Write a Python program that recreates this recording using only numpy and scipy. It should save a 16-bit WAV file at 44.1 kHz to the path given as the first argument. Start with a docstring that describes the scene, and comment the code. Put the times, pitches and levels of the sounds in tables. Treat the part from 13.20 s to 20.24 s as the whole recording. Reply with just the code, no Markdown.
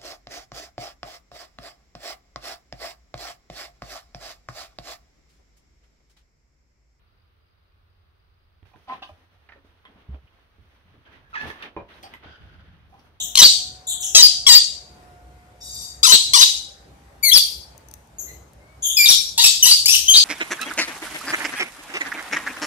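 """A hoarse far call opens, then a lory close by screeches in short bursts on its perch on a hard-walled porch.
Syrinx overtones and air noise pass through throat and beak, and the walls answer each note.
Other lories call from further along the porch, and a leg ring ticks on the perch as a crack and small metal tones.
Below lie a patchy noise rumble of traffic and far motors as gliding whines with a weak octave.
Two phone ports pick it up, the left one facing the bird; the loudest peaks saturate."""
import sys
import numpy as np
from scipy import signal
from scipy.fft import rfft, irfft, next_fast_len
from scipy.io import wavfile
from scipy.ndimage import uniform_filter1d, map_coordinates

SR = 44100
rng = np.random.default_rng(int(sys.argv[2]) if len(sys.argv) > 2 else 0)


def master_out(mix):
    """Clip the mix to full scale and print it as 16-bit PCM to the path in sys.argv[1]."""
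    frames = np.transpose(np.atleast_2d(mix))
    ceiling = np.clip(frames, -1, 1)
    pcm = np.round(ceiling * 32767).astype(np.int16)
    wavfile.write(sys.argv[1], SR, pcm)


N = 310464


def amp(db):
    """Amplitude factor of a level in dB."""
    return 10 ** (np.asarray(db) / 20)


def unit(x):
    """x scaled to an RMS of 1."""
    return x / np.sqrt(np.mean(x ** 2) + 1e-20)


def along(points, hz):
    """Values at hz from a curve of (frequency [Hz], value), read on a log frequency axis."""
    f, v = np.transpose(points)
    return np.interp(np.log(hz + 1), np.log(f + 1), v)


def wobble(n, rate):
    """A smooth random curve of n samples, rate knots a second."""
    return map_coordinates(rng.standard_normal(int(n * rate / SR) + 4), [np.arange(n) * rate / SR])


def filtered(x, response):
    """x shaped by a real or complex response of frequency."""
    m = next_fast_len(x.shape[-1] + 2048)
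    spectrum = rfft(x, m) * response(np.fft.rfftfreq(m, 1 / SR))
    return irfft(spectrum, m)[..., :x.shape[-1]]


def add(out, x, s):
    """Mix stereo x into out from time s [s]."""
    part = out[:, round(s * SR):][:, :x.shape[1]]
    part += x[:, :part.shape[1]]


# Notes of the near bird: (start [s], end [s], start pitch [Hz], middle pitch [Hz], end pitch [Hz],
# level [dB], swell from start to end [dB], roughness [0-1], beak resonance [Hz])
NEAR_NOTES = [ (0.154, 0.159, 996, 1004, 1010, -6, -4.5, .65, 4210),
              (0.172, 0.183, 1058, 1080, 1084, -5, 5.5, 0.2, 3855),
              (0.187, 0.211, 1083, 976.4, 991, -1, 3.5, 0.18, 4860),
              (0.217, 0.243, 4110, 3896, 3932, 2, -3.5, 0.51, 4590),
              (0.243, 0.268, 4603, 4550, 4400, 1, -4.5, .2, 4500),
              (0.948, 0.988, 661.7, 655.5, 612, -0.5, -3, .22, 5800),
              (0.987, 1.018, 953, 1016, 966, -3, -3.5, .3, 4510),
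              (1.025, 1.073, 4857, 4734, 4640, 0, -10.5, .2, 4800),
              (1.265, 1.287, 1080, 1130, 1031, -4, 2, .3, 5400),
              (1.288, 1.349, 1013, 927.4, 956, 0, 0, 0.22, 4830),
              (1.349, 1.387, 4690, 4714, 4670, 1.5, -11.5, 0.23, 4650),
              (2.83, 2.858, 1092, 1330, 1310, -4.5, -1, .2, 4420),
              (2.856, 2.885, 1280, 1080, 948, -7, 0.5, 0.19, 4400),
              (2.887, 2.919, 955, 1033, 1022, -6, 3, 0.25, 6000),
              (2.92, 2.962, 4057, 3851, 3753, -0.5, -10.5, .45, 4230),
              (3.134, 3.161, 1012, 1192, 1020, -4, -2.5, 0.24, 4510),
              (3.16, 3.181, 1021, 972, 925, -8, -2, 0.11, 5020),
              (3.18, 3.208, 930, 1005, 1036, -6.5, 5, 0.11, 5650),
              (3.209, 3.225, 990, 974, 955, -1.5, -4, .5, 4810),
              (3.226, 3.241, 3747, 3737, 3990, -0.5, -5, .3, 3830),
              (4.027, 4.105, 2317, 2187, 1977, -10.5, 1.5, 0.028, 3590),
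              (4.113, 4.133, 3166, 3253, 3555, -5.5, 4, 0.058, 3300),
              (4.133, 4.141, 5575, 5836, 6150, -4, -5, 0.17, 5900),
              (4.14, 4.156, 5320, 5277, 5390, -3.5, -5, 0.14, 5220),
              (4.156, 4.185, 4497, 5018, 3450, -2.5, -4.5, .32, 4650),
              (5.766, 5.833, 2567, 2357, 2357, -10.5, -7, .06, 4930),
              (5.842, 5.854, 2324, 2344, 2450, -9.5, -7, .12, 4570),
              (5.857, 5.883, 3442, 3630, 3555, -10, -7, .4, 4180),
              (5.885, 5.908, 5600, 5817, 4365, -4.5, -1.5, .3, 5770),
              (5.909, 5.94, 3550, 3734, 3776, -10, -6.5, 0.41, 4320),
              (6.177, 6.239, 870, 990, 878, -12.5, -2, 0.42, 4000),
              (6.239, 6.253, 2743, 2741, 2723, -3, 1, 0.35, 5580),
              (6.259, 6.301, 3700, 3817, 3804, -10.5, -10.5, .45, 4640),
              (6.426, 6.451, 3120, 2930, 2810, -5, -5, .16, 6350),
              (6.454, 6.483, 950, 957.5, 983, -8, 0, 0.32, 5360),
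              (6.484, 6.509, 1340, 1332, 1341, -10, -1, .35, 4320),
              (6.511, 6.552, 4670, 4610, 4800, -7, -8, 0.22, 5000),
              (6.657, 6.674, 2160, 2487, 3170, -8.5, -10.5, .12, 5460),
              (6.679, 6.72, 2357, 2672, 2900, -10.5, -4.5, .38, 5470),
              (6.72, 6.77, 2888, 2881, 2942, -10.5, -3.5, .45, 6050),
              (6.879, 6.936, 3110, 3183, 3146, -7, -2.5, .06, 4700),
              (6.938, 6.97, 4213, 3800, 4385, -6.5, 1, .38, 4050),
              (6.97, 7.013, 4730, 4720, 4670, -7, -8.5, .3, 4610), ]
# How the near bird is turned for each screech, before the squeal trims: (start [s], room sound [dB],
# first partial lift [dB], treble lift [dB], shading of the right port [0-1], left port lag [ms])
BIRD_FACING = [(.15, -5, -2, 0, .5, 0.045), (.94, -6.5, 1, -4.5, .5, 0.095),
               (1.26, -8.5, 0.5, -5.5, 0.69, .09), (2.82, -6, 17, 0.5, .8, .36),
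               (3.13, -4, 13.5, -1.5, .7, .36), (4.02, -4.5, 13, 11.5, 0.7, 0.073),
               (5.76, 1, 14.5, 10.5, .5, .07), (6.17, 0, 9, 2.5, 0.23, 0.085),
               (6.42, -1, 3.5, 4, 0.3, .075), (6.65, -2.5, -5.5, 5, 0.5, 0.11),
               (6.87, -0.5, 3, 0.5, 0.44, .075)]
SQUEAL_HZ = 3300  # notes above this are squeals
SQUEAL_ROOM_DB, SQUEAL_TREBLE_DB = -1, -7.5  # squeals beam forward and carry less treble
RISE_MS, CLEAN_RISE_MS = 1.5, 11.2  # onset of a note; added for a wholly clean one
CLEAN_BELOW = .1  # roughness under which a note starts softly


def near_bird():
    """The room's share follows the way the bird faces; the walls get less of the tone and more of the air noise."""
    out = np.zeros((2, N))
    for start, end, *hz, db, swell_db, rough, beak in NEAR_NOTES:
        facing = [row for row in BIRD_FACING if row[0] <= start][-1]
        _, room_db, first_db, treble_db, shading, lag_ms = facing
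        rise_ms = RISE_MS + CLEAN_RISE_MS * np.clip(1 - rough / CLEAN_BELOW, 0, 1)
        if hz[1] > SQUEAL_HZ:
            room_db += SQUEAL_ROOM_DB
            treble_db += SQUEAL_TREBLE_DB
        times = [start, (start + end) / 2, end]
        levels = [db - swell_db / 2, db, db + swell_db / 2]
        tone, air = lory_note(times, hz, levels, rough, beak, first_db, 0, treble_db,
                              breaks=.08, flutter=.1, breath=1.1, rise_ms=rise_ms)
        scattered = amp(-3) * tone + amp(3) * air
        room = amp(room_db) * porch(scattered, gap_ms=4)
        add(out, ports(tone + air, shading, lag_ms, room), start)
    return out


# Throat colour: (frequency [Hz], relative level [dB])
THROAT_COLOUR = [(300, -39), (1000, -17), (1600, -22.5), (2400, -11.5), (3500, 1.5), (5000, -2.5),
                 (6600, -0.5), (8500, -4.5), (10000, -10), (11800, -9), (15500, -21.5)]
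VOICE_HZ = 3400  # low notes are subharmonics of a voice near this pitch
VOICE_DB = 2.5  # the voice's own overtones over the subharmonics between them
TOP_PARTIAL_HZ = 17000


def lory_note(s, hz, db, rough, beak, first_db, bass_db, treble_db, breaks, flutter, breath, rise_ms):
    """Syrinx overtones and turbulent air through throat and beak; roughness unsettles pitch and size and adds air."""
    t = np.arange(s[0], s[-1], 1 / SR)
    hz, db = np.interp(t, s, hz), np.interp(t, s, db)
    rough = np.clip(rough, 0, 1)

    def colour(f, centre):
        bass = bass_db * np.clip(3 - f / 1300, 0, 1)
        treble = treble_db * np.clip(f / 2500 - 3.4, 0, 1)
        beak_peak = 9 / (1 + ((f - centre) / 600) ** 2)
        return amp(along(THROAT_COLOUR, f) + bass + treble + beak_peak)

    unsteady = breaks * wobble(len(t), 120) + flutter * wobble(len(t), 700)  # slow and fast pitch scatter
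    unsteady *= np.clip(hz / 3000, .4, 1)  # low notes hold their pitch better
    phase = 2 * np.pi * np.cumsum(hz * (1 + rough * unsteady)) / SR

    k = np.arange(1, int(TOP_PARTIAL_HZ / hz.min()) + 1)[:, None]
    fading = np.array([wobble(len(t), 60) for _ in k])  # overtones come and go one by one
    slope_db = -0.84 * np.log2(k) * (hz > 3000)
    sizes = colour(k * hz, beak) * (k * hz < TOP_PARTIAL_HZ)
    sizes *= amp((3.0 + 7.45 * rough) * fading + slope_db)
    sizes[0] *= amp(first_db * (hz < 2700))  # a low first partial leaves through the body as well
    voice_step = max(round(VOICE_HZ / hz.mean()), 1)
    sizes *= amp(VOICE_DB * (k % voice_step == 0))

    tone = np.sum(sizes * np.sin(k * phase + 0.44 * k * k), axis=0)
    tone /= np.sqrt(np.sum(sizes ** 2, axis=0) / 2)  # even power before the rough flutter
    tone *= amp(3.4 * rough * wobble(len(t), 346.5))
    air = unit(filtered(rng.standard_normal(len(t)), lambda f: colour(f, beak)))
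    air_share = np.clip(breath * rough, 0, 1) ** 2  # of the power
    rise, fall = (t - s[0]) * 1000 / rise_ms, (s[-1] - t) / 0.00068
    edges = np.clip(np.minimum(rise, fall), 0, 1)
    return np.array([np.sqrt(1 - air_share) * tone, np.sqrt(air_share) * air]) * amp(db) * edges


# Full shading of the right port, behind the phone: (frequency [Hz], level [dB])
RIGHT_SHADE = [(500, -10), (2400, -6.5), (4400, -12), (8000, -25.5), (15000, -27)]


def ports(x, shading, lag_ms, room):
    """Direct sound, late at the left port and shaded at the right, plus the room."""
    x = np.pad(x, (0, room.shape[1] - len(x)))

    def pickup(hz):
        left = np.exp(-2j * np.pi * hz * lag_ms / 1000)
        right = amp(shading * along(RIGHT_SHADE, hz))
        return [left, right]

    return room + filtered(x, pickup)


# Decay of the porch: (frequency [Hz], time to fall 60 dB [s])
PORCH_DECAY = [(800, 0.26), (2600, 0.43), (4500, 0.47), (7000, 0.47), (14000, 0.39)]
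# Room sound at the right port against the left: (frequency [Hz], level [dB])
PORCH_RIGHT_TONE = [(1000, -0.5), (2400, -3.5), (4400, -2), (8000, -9), (15000, -15.5)]
WALL_BASS_DB = -4.5  # the walls return less below 1.5 kHz


def porch(x, gap_ms):
    """The walls' answer, unrelated at the two ports; each frequency dies at its own speed."""
    hz, t, z = signal.stft(rng.standard_normal((2, SR * 3 // 4)), SR, nperseg=256)
    side_db = np.array([0 * hz, along(PORCH_RIGHT_TONE, hz)])
    side = amp(side_db + WALL_BASS_DB * (hz < 1500))[:, :, None]
    uneven = uniform_filter1d(rng.standard_normal(z.shape), size=3, axis=1)
    uneven = uniform_filter1d(uneven, size=8, axis=2)
    z *= amp(3.5 * unit(uneven))  # the walls answer in patches
    decay = amp(-60 * t / along(PORCH_DECAY, hz)[:, None])
    tail = signal.istft(z * side * decay, SR, nperseg=256)[1]
    tail *= 1 - np.exp(-np.arange(tail.shape[1]) / (SR * gap_ms / 1000))  # reflections build up
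    return signal.fftconvolve(x[None], tail / np.linalg.norm(tail[0]), axes=1)


# Far notes: (start [s], end [s], start pitch [Hz], peak pitch [Hz], end pitch [Hz],
# peak level before distance [dB], share of the note before the peak [0-1], roughness [0-1],
# beak resonance [Hz], bass lift [dB], treble lift [dB])
FAR_NOTES = [ (0, 0.063, 3460, 3460, 3296, -15.5, 0.012, .4, 6850, -18, 8),
             (0.668, 0.733, 3455, 3830, 3506, -13.5, .45, 0.39, 7000, -15, 6.5),
             (0.801, .9, 3750, 3400, 3150, -17, .45, .5, 6170, -8, 3.5),
             (2.097, 2.3, 2070, 2075, 2046, -57, .4, .05, 2080, 26, -10),
             (2.402, 2.722, 935, 932, 935, -27, 0.66, .3, 5200, -26, -2),
             (4.984, 5.032, 6640, 6690, 6630, -20.5, .2, 0.38, 6450, -14, 19),
             (5.068, 5.121, 2060, 2074, 1970, -36.5, .4, 0.32, 2100, 13, 8),
             (5.399, 5.578, 2085, 2240, 2260, -54, 0.5, 0.076, 2200, 25.5, -10),
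             (5.621, 5.762, 3377, 3280, 3470, -12.5, .3, .33, 6670, -8.5, 12), ]
FAR_SWELL_DB, FAR_FADE_DB, FAR_RISE = 6, 13, 0.044  # up to the peak, after it; onset as a share of the note
FAR_DIRECT_DB, FAR_ROOM_DB = -8.5, -4.5


def far_birds():
    """Far calls are hoarse and arrive mostly by way of the walls."""
    out = np.zeros((2, N))
    for start, end, *hz, db, before, rough, beak, bass_db, treble_db in FAR_NOTES:
        peak = start + np.clip(before, .01, .99) * (end - start)
        levels = [db - FAR_SWELL_DB, db, db - FAR_FADE_DB]
        tone, air = lory_note([start, peak, end], hz, levels, rough, beak, 0, bass_db, treble_db,
                              breaks=.04, flutter=.16, breath=.12, rise_ms=1000 * FAR_RISE * (end - start))
        voice = tone + air
        room = amp(FAR_ROOM_DB) * porch(voice, gap_ms=0.99)
        call = ports(amp(FAR_DIRECT_DB) * voice, shading=0.2, lag_ms=0.18, room=room)
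        add(out, call, max(start, 0))
    return out


# Ticks of the ring on the perch: (time [s], relative level [dB], direct sound left minus right [dB])
RING_TICKS = [(4.5788, -40, 22), (4.6862, -40.5, 22), (4.7132, -37, 21), (4.7391, -31, 18.0),
              (4.8738, -57, 9), (5.3339, -50.5, 7)]
# Tones of the leg ring: (frequency [Hz], mean relative level [dB], time to fall 60 dB [s])
RING_TONES = [(6100, -12, 0.024), (8750, -11.5, 0.013), (12600, -24, 0.015)]


def leg_ring():
    """Each tick is a short crack and a brief ring of small metal, its tones struck unevenly."""
    out, t = np.zeros((2, N)), np.arange(SR // 20) / SR
    for s, db, pan_db in RING_TICKS:
        ring = np.zeros(len(t))
        for hz, level, t60 in RING_TONES:
            fall = amp(level + rng.normal(0, 4.7) - 60 * t / t60)
            ring += fall * np.sin(2 * np.pi * hz * t)
        crack = filtered(rng.standard_normal(len(t)), lambda f: np.clip(f / 6000, 0, 1) ** 2)
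        crack *= amp(0.5 - 60 * t / 0.0061)
        tick = amp(db + 8.5) * (ring + crack)
        room = amp(-13.5) * porch(tick, gap_ms=6)
        direct = np.pad(tick, (0, room.shape[1] - len(t))) * amp([[0], [-pan_db]])
        add(out, direct + room, s)
    return out


# Colour of rumble and hiss: (frequency [Hz], relative level per Hz [dB])
STREET_COLOUR = [(20, -14.5), (40, -11.5), (52, 3), (63, 7.5), (78, -6), (130, -9), (230, -17.5),
                 (550, -18), (950, -21.5), (1200, -25), (2200, -29), (3000, -34), (14000, -43),
                 (15200, -58)]
# Likeness of the two ports: (frequency [Hz], left-right correlation [-1 to 1])
PORT_LIKENESS = [(60, 0.99), (180, 0.93), (550, 0.33), (1650, -0.12), (4970, 0.14), (15000, -0.3)]
# Balance of the ports: (frequency [Hz], left minus right [dB])
PORT_BALANCE = [(200, 0), (2400, 0.5), (8000, 7), (15000, 0)]
STREET_DB = -46  # middle of a slowly wavering level


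def street():
    """Patchy traffic rumble, alike at both ports in the bass, with microphone hiss on top."""
    z = signal.stft(rng.standard_normal((2, N)), nperseg=512)[2]
    patches = uniform_filter1d(rng.standard_normal(z.shape[1:]), 4, axis=0)
    patches = uniform_filter1d(patches, 16, axis=1)
    pair = signal.istft(z * amp(1.8 * unit(patches)), nperseg=512)[1][:, :N]

    def mid_side(hz):
        turn = np.arccos(np.clip(along(PORT_LIKENESS, hz), -1, 1)) / 2  # sets the correlation
        return amp(along(STREET_COLOUR, hz)) * [np.cos(turn), np.sin(turn)]

    mid, side = filtered(pair, mid_side)
    both = np.array([mid + side, mid - side])
    both = filtered(both, lambda hz: amp(along(PORT_BALANCE, hz) * [[.5], [-.5]]))
    return amp(STREET_DB + 0.86 * wobble(N, 7.8)) * unit(both)


# Far motors, one table each, as centres of a small waver: (time [s], pitch [Hz], level [dB])
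MOTOR_WHINES = [
    [(0, 723.5, -59), (.4, 739, -52), (.9, 742, -51), (1.5, 714.4, -63), (1.9, 720, -52.5), (2.7, 720, -58),
     (3.3, 793, -58.5), (3.6, 790, -60.5), (4.2, 796, -63.5), (4.6, 900, -61), (5, 800, -70),
     (5.3, 781, -83.5)],
    [(4.8, 287, -92), (5, 346, -58.5), (5.3, 534.5, -62.5), (5.55, 644, -61), (5.8, 747, -89.5)],
]


def motor():
    """Far, slightly unsteady whines with a weak octave."""
    out, t = np.zeros((2, N)), np.arange(N) / SR
    for rows in MOTOR_WHINES:
        s, hz, db = np.transpose(rows)
        pitch = np.interp(t, s, hz) + 6 * wobble(N, 30)
        phase = 2 * np.pi * np.cumsum(pitch) / SR
        waver_db = 1.5 * np.array([wobble(N, 12), wobble(N, 3.2)])  # left, right
        level = amp(np.interp(t, s, db) + waver_db)
        octave = 0.31 * np.sin(2 * phase + [[0], [2.2]])
        out += level * (np.sin(phase + [[0], [.8]]) + octave)
    return out


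def scene():
    """The near bird over its neighbours, the ring, the street and the motors."""
    return near_bird() + far_birds() + leg_ring() + street() + motor()


TOP_HZ = 15640  # middle of the steep upper band edge


def record(dry):
    """The input saturates near full scale; the recorder blocks the lowest bass and all above its band limit."""
    clipped = dry / (1 + np.abs(dry / .9) ** 12) ** (1 / 12)

    def band(hz):
        top = np.clip((TOP_HZ + 60 - hz) / 120, 0, 1)
        bass_cut = hz ** 4 / (hz ** 4 + 58 ** 4)
        return top * bass_cut

    return np.clip(filtered(clipped, band), -1, 1)


dry = scene()
out = record(dry)
master_out(out)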